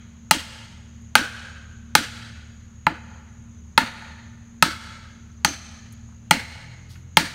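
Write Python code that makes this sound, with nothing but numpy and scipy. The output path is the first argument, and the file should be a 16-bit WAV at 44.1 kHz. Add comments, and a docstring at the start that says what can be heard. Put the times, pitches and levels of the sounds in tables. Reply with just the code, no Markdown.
"""Hard knocks, close to the microphone in a forest clearing: an axe drives a felling wedge into a standing
tree. Each blow rings the wedge, cracks fibres and thumps the stem, overloads the microphone and scatters
back from the trunks around. Dry litter crackles underfoot. Farther off, insects shrill in the trees over
a faint stir of leaves, and a distant engine idles, then speeds up near the end."""
import sys
import numpy as np
from scipy import signal
from scipy.fft import rfft, irfft, next_fast_len
from scipy.io import wavfile

SR = 44100
rng = np.random.default_rng(int(sys.argv[2]) if len(sys.argv) > 2 else 0)


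def transcribe(signal):
    """Save signal, clipped to [-1, 1], as a 16-bit WAV file at the path in sys.argv[1]."""
    frames = np.atleast_2d(signal).T
    limited = np.clip(frames, -1, 1)
    pcm = np.round(limited * 32767).astype(np.int16)
    wavfile.write(sys.argv[1], SR, pcm)


N = 323694
TIME = np.arange(N) / SR


def from_db(db):
    return 10 ** (np.asarray(db) / 20)


def rms_one(x):
    return x / np.sqrt(np.mean(x ** 2) + 1e-20)


def decay(t, db, t60):
    """Envelope that starts at db and falls 60 dB in t60 seconds."""
    return from_db(db - 60 * t / t60)


def add(track, s, sound):
    """Mix a sound into the track at time s, which may lie before the start."""
    at = round(s * SR)
    sound, at = sound[max(0, -at):], max(0, at)
    track[at:at + len(sound)] += sound[:N - at]


def butter(x, hz, kind, order=2):
    """Causal Butterworth filter."""
    sections = signal.butter(order, np.clip(hz, 10, .48 * SR), kind, fs=SR, output="sos")
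    return signal.sosfilt(sections, x)


def band(x, low_hz, high_hz):
    """One band of a signal, rms 1."""
    return rms_one(butter(x, [low_hz, high_hz], "band"))


def gain_at(spectrum, hz):
    """Gain of a table of f/Hz, level/dB, read on a log-frequency axis."""
    points, db = np.transpose(spectrum)
    return from_db(np.interp(np.log(hz + 1), np.log(points), db))


def coloured(spectrum):
    """Steady noise with the given spectrum, rms 1."""
    size = next_fast_len(N)
    gain = gain_at(spectrum, np.fft.rfftfreq(size, 1 / SR))
    return rms_one(irfft(rfft(rng.standard_normal(size)) * gain, size)[:N])


def drift(rate_hz):
    """Slow random wander, rms 1."""
    return rms_one(np.interp(TIME * rate_hz, np.arange(2000), rng.standard_normal(2000)))


def ring(t, hz, db, t60):
    """One struck mode."""
    return decay(t, db, t60) * np.sin(2 * np.pi * hz * t)


def struck(t, modes, vary_db, detune):
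    """All modes of a body; each blow lands a little differently."""
    chance = rng.standard_normal((len(modes), 2))
    return sum((-1) ** k * ring(t, hz * (1 + detune * sharp), db + vary_db * loud, t60)
               for k, ((hz, db, t60), (loud, sharp)) in enumerate(zip(modes, chance)))


# spectrum of the leaves all around the microphone: f/Hz, level/dB
LEAF_SPECTRUM = [(100, -18.5), (400, 3), (700, -0.5), (1400, 1), (2200, -3), (3500, -6.5), (5000, -13.5),
                 (7500, -17.5), (9500, -20), (11000, -29), (16000, -29)]

def leaves(level_db=-62.5, patchy_db=1.0):
    """Leaves stir faintly around the clearing: each band swells and fades on its own."""
    white = rng.standard_normal((2, N))
    edges, out = np.geomspace(100, 17000, 22), 0
    for k, (low, high) in enumerate(zip(edges, edges[1:])):
        rustle = butter(white[k % 2], [low, high], "band") * gain_at(LEAF_SPECTRUM, np.sqrt(low * high))
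        out = out + rustle * from_db(patchy_db * drift(21))
    return from_db(level_db) * rms_one(out)


# insect chorus up in the trees: f/Hz, width/Hz, level/dB
INSECT_BANDS = [(6200, 140, -67.5), (6687, 380, -62.5), (5670, 200, -81)]

def insects(throb_db=1.5):
    """Many small singers blur into narrow, trembling bands."""
    out = 0
    for hz, width, db in INSECT_BANDS:
        throb = from_db(db + throb_db * drift(17))
        out = out + throb * band(rng.standard_normal(N), hz - width / 2, hz + width / 2)
    return out


# exhaust lines of the distant engine: f/firing rate, level/dB
EXHAUST_LINES = [(1, -60), (2, -46.5), (3, -52), (4, -60), (5, -62), (6, -68), (8, -73), (11, -76)]
# two low humming tones between the exhaust harmonics: f/firing rate, level/dB
HUM_LINES = [(5.567, -59), (6.14, -51)]
# spectrum of the engine's rumble at the microphone: f/Hz, level/dB
RUMBLE_SPECTRUM = [(22, -43), (38, -9), (55, -6), (80, 6), (110, 6.5), (145, -6.5), (180, -2), (225, -10),
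                   (260, -17), (400, -25), (800, -52)]

def engine(idle_hz=37.8, rev_start_s=6.38, rev_hz_per_s=7.1, throttle_s=0.5, rumble_db=-48, waver_db=2):
    """Far off, an engine idles and speeds up; its low exhaust lines and rumble are heard with a hum."""
    revving_s = np.maximum(TIME - rev_start_s, 0)
    firing_hz = (idle_hz + rev_hz_per_s * revving_s) * (1 + 0.00046 * drift(6.5))
    phase = 2 * np.pi * np.cumsum(firing_hz) / SR

    def tones(lines):
        return sum(from_db(db + waver_db * drift(8.8)) * np.sin(k * phase + 2 * np.pi * rng.random())
                   for k, db in lines) * np.sqrt(2)

    # as the engine speeds up, the exhaust swells and the hum fades
    throttle = np.minimum(revving_s / throttle_s, 1)
    exhaust = from_db(-1 + 5 * throttle) * tones(EXHAUST_LINES)
    hum = from_db(-13 * throttle) * tones(HUM_LINES)
    return exhaust + hum + from_db(rumble_db) * coloured(RUMBLE_SPECTRUM)


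def crackle(db, hz, swell_s, fade_s, tail_db=-26.5, tail_s=.025):
    """A burst of dry grains with a faint tail."""
    t = np.arange(SR // 4) / SR
    grains = rng.standard_normal(len(t)) * from_db(6.5 * rng.standard_normal(len(t)))
    after = np.maximum(t - swell_s, 0)
    fade = np.exp(-after / fade_s) + from_db(tail_db) * np.exp(-after / tail_s)
    return from_db(db) * np.minimum(t / swell_s, 1) * fade * band(grains, hz / 1.5, hz * 1.27)


# twigs snapping underfoot: t/s, level/dB, f/Hz
TWIG_SNAPS = [(3.158, -51, 794), (5.925, -46, 10440), (6.09, -55, 1200), (6.125, -57.5, 1200),
              (6.957, -46, 1940)]

def litter(tick_count=4, tick_db=-67, tick_hz=10000, attack_s=.0011, scuff_s=6.91, swell_s=.022):
    """On the forest floor twigs snap, dry leaves tick at random, and a boot scuffs once."""
    out = np.zeros(N)
    ticks = [(s, tick_db, tick_hz) for s in rng.random(tick_count) * TIME[-1]]
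    for s, db, hz in TWIG_SNAPS + ticks:
        fade_s = .012 * (1000 / hz) ** 0.46  # thin twigs sound higher and die sooner
        add(out, s - attack_s, crackle(db, hz, attack_s, fade_s))
    scrape = crackle(db=-50.5, hz=4570, swell_s=swell_s, fade_s=.034)
    hiss = crackle(db=-59, hz=11000, swell_s=swell_s, fade_s=.048)
    add(out, scuff_s - swell_s, scrape + hiss)
    return out


# colour of the scatter from the trunks around the clearing: f/Hz, level/dB
SCATTER_SPECTRUM = [(100, -6.5), (280, 1.5), (450, 2.5), (600, 6), (730, -25.5), (900, -4.5), (1150, -5.5),
                    (1500, 1), (2500, -1.5), (4200, 2.5), (7000, 2), (9000, 0), (11000, -4), (15000, -2.5)]

def forest_echoes(grain_db=2.5, clump_db=2.0, near_s=.0048, far_s=.24):
    """Echoes of trunks standing in clumps; the longer the path, the more treble leaves and air take."""
    t = np.arange(SR) / SR
    echoes = rng.standard_normal((2, SR))
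    echoes *= from_db(grain_db * rng.standard_normal((2, SR)) + clump_db * drift(70)[:SR])
    edges, out = np.geomspace(90, 17000, 24), 0
    for k, (low, high) in enumerate(zip(edges, edges[1:])):
        hz = np.sqrt(low * high)
        loss_db_per_s = .8 * hz / 1000 + .23 * (hz / 1000) ** 2  # to leaves, to the air
        scatter = butter(rms_one(echoes[k % 2]), [low, high], "band") * gain_at(SCATTER_SPECTRUM, hz)
        out = out + scatter * from_db(-loss_db_per_s * t)
    # the near trunks answer at once, the far edge of the clearing builds up and lingers
    near = decay(t, db=0.5, t60=.42) * (t > near_s)
    far = np.minimum(t / far_s, 1) * decay(np.maximum(t - far_s, 0), db=-19, t60=1.32)
    return out * np.hypot(near, far)


def shudder(hz=281, detune=.098, trips=3, trip_loss_db=0.8, first_s=.011, trip_s=.023, jitter_s=.002):
    """After a blow, bending waves run along the stem and come back, weaker on every trip."""
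    t = np.arange(SR // 4) / SR
    out = np.zeros(N)
    for trip, (late, sharp) in enumerate(rng.standard_normal((trips, 2))):
        wave = ring(t, hz * (1 + detune * sharp), db=-19.5 - trip_loss_db * trip, t60=.064)
        add(out, first_s + trip_s * trip + jitter_s * late, wave)
    return butter(out[:len(t)], 350, "low")


# modes of the wedge and axe head in the cut: f/Hz, level/dB, t60/s
WEDGE_MODES = [(1266.6, -7, 0.033), (1449, -6, 0.024), (1725, -4.5, 0.018), (2093, -4, 0.022),
               (2477, -5, 0.021), (2790, -10.5, 0.028), (3192, -5, 0.014), (4100, -4, 0.013),
               (4460, -8, .018), (5940, -13.5, 0.017), (7440, -16, .011), (8320, -11.5, 0.023),
               (9070, -12.5, 0.049)]
# wood around the cut, tuned by the seat of the wedge: f/knock pitch, level/dB, t60/s
CUT_MODES = [(.66, -16.5, 0.026), (0.798, -13, 0.03), (1, -0.5, .041), (1.112, -8, 0.03)]
# low thump of the stem: f/Hz, level/dB, t60/s
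STEM_MODES = [(169.3, -15, 0.076), (255, -27, 0.068), (346, -27, 0.056)]

def knock(hardness_db, knock_hz, knock_db, thump_db, judder_hz, judder_db, detune, drive_s=.0024):
    """One blow at the tree: the wedge rings and slips, fibres crack and crush, the stem answers."""
    t = np.arange(SR // 8) / SR
    grit = rng.standard_normal((4, len(t)))
    snap = decay(t, hardness_db - 11, t60=.0047) * butter(grit[3], 3300, "high")
    fibres = butter(butter(grit[0], 1300, "high"), 3400, "low", order=1)
    crack = decay(t, hardness_db, t60=.023) * fibres
    crush = decay(t, -13.5, t60=.032) * band(grit[2], 560, 1100)
    # the wedge judders forward for a few milliseconds, at a pitch set by how tightly it sits
    judder = decay(t, judder_db + 3.5, t60=.025) * band(grit[1], .955 * judder_hz, 1.045 * judder_hz)
    contact_hz = 4970 * 2 ** (hardness_db / 13.5)  # a harder contact is shorter and so brighter
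    wedge = butter(struck(t, WEDGE_MODES, vary_db=2, detune=detune), contact_hz, "low")
    seated_modes = [(knock_hz * ratio, knock_db + db, t60) for ratio, db, t60 in CUT_MODES]
    cut = struck(t, seated_modes, vary_db=-2, detune=detune / 2)
    thump = from_db(thump_db) * struck(t, STEM_MODES, vary_db=1, detune=detune)
    build_up = 1 - np.exp(-t / drive_s)  # the heavy wood gets moving as the wedge is driven home
    return snap + crack + crush + judder + wedge + (cut + thump) * build_up


# axe on wedge, close to the microphone: t/s, level/dB, contact hardness/dB,
# knock f/Hz, knock level/dB, thump level/dB, judder f/Hz, judder level/dB
AXE_BLOWS = [ (-0.53, -0.5, -2, 890, -2.5, 2, 3230, -8.5), (0.3103, -2, 7, 885, -1, -0.5, 3074, -9),
             (1.1534, 0, 2.5, 844, -4, -8, 1536, 1), (1.9520, -1, 6, 844, -5, 1.5, 1443, -3),
             (2.867, -4, -15, 860, 3, 2.5, 1378, -6), (3.7773, 0, -2.5, 889, 1, -0.5, 1757, -8.5),
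             (4.6247, -0.5, 4, 902, -4, 2, 1320, -3), (5.4473, -3.5, 3.5, 823, -2.5, 0, 6160, -7),
             (6.3098, -2, 4, 856, 1.5, 4, 2108, -1), (7.17, -0.5, 5, 876, -0.5, 4.5, 1756, -10.5), ]

def hammering(forest_db=-40, echo_growth=1.44, direction_count=7):
    """The blows, the shudder of the stem, and the forest's answer from several directions."""
    out = np.zeros(N)
    directions = [forest_echoes() for _ in range(direction_count)]
    for s, db, *contact in AXE_BLOWS:
        add(out, s, from_db(db) * knock(*contact, detune=.014))
        add(out, s, from_db(db) * shudder())
        # the knock radiates a different colour each way, so its echoes blend into a smooth wash
        wash = sum(signal.fftconvolve(knock(*contact, detune=.047), echoes) for echoes in directions)
        add(out, s, from_db(forest_db + echo_growth * db) * wash / np.sqrt(direction_count))
    return out


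def scene():
    """One microphone by the tree: the work in front, the sounds of the clearing behind."""
    return (hammering() + litter() + engine() + insects() + leaves())[None]


def record(dry, cutoff_hz=15700):
    """The first milliseconds of each knock overload the microphone; the highest treble is cut."""
    flattened = dry / (1 + np.abs(dry) ** 5) ** (1 / 5)
    return signal.sosfilt(signal.ellip(10, .1, 70, cutoff_hz, fs=SR, output="sos"), flattened)


dry = scene()
out = record(dry)
transcribe(out)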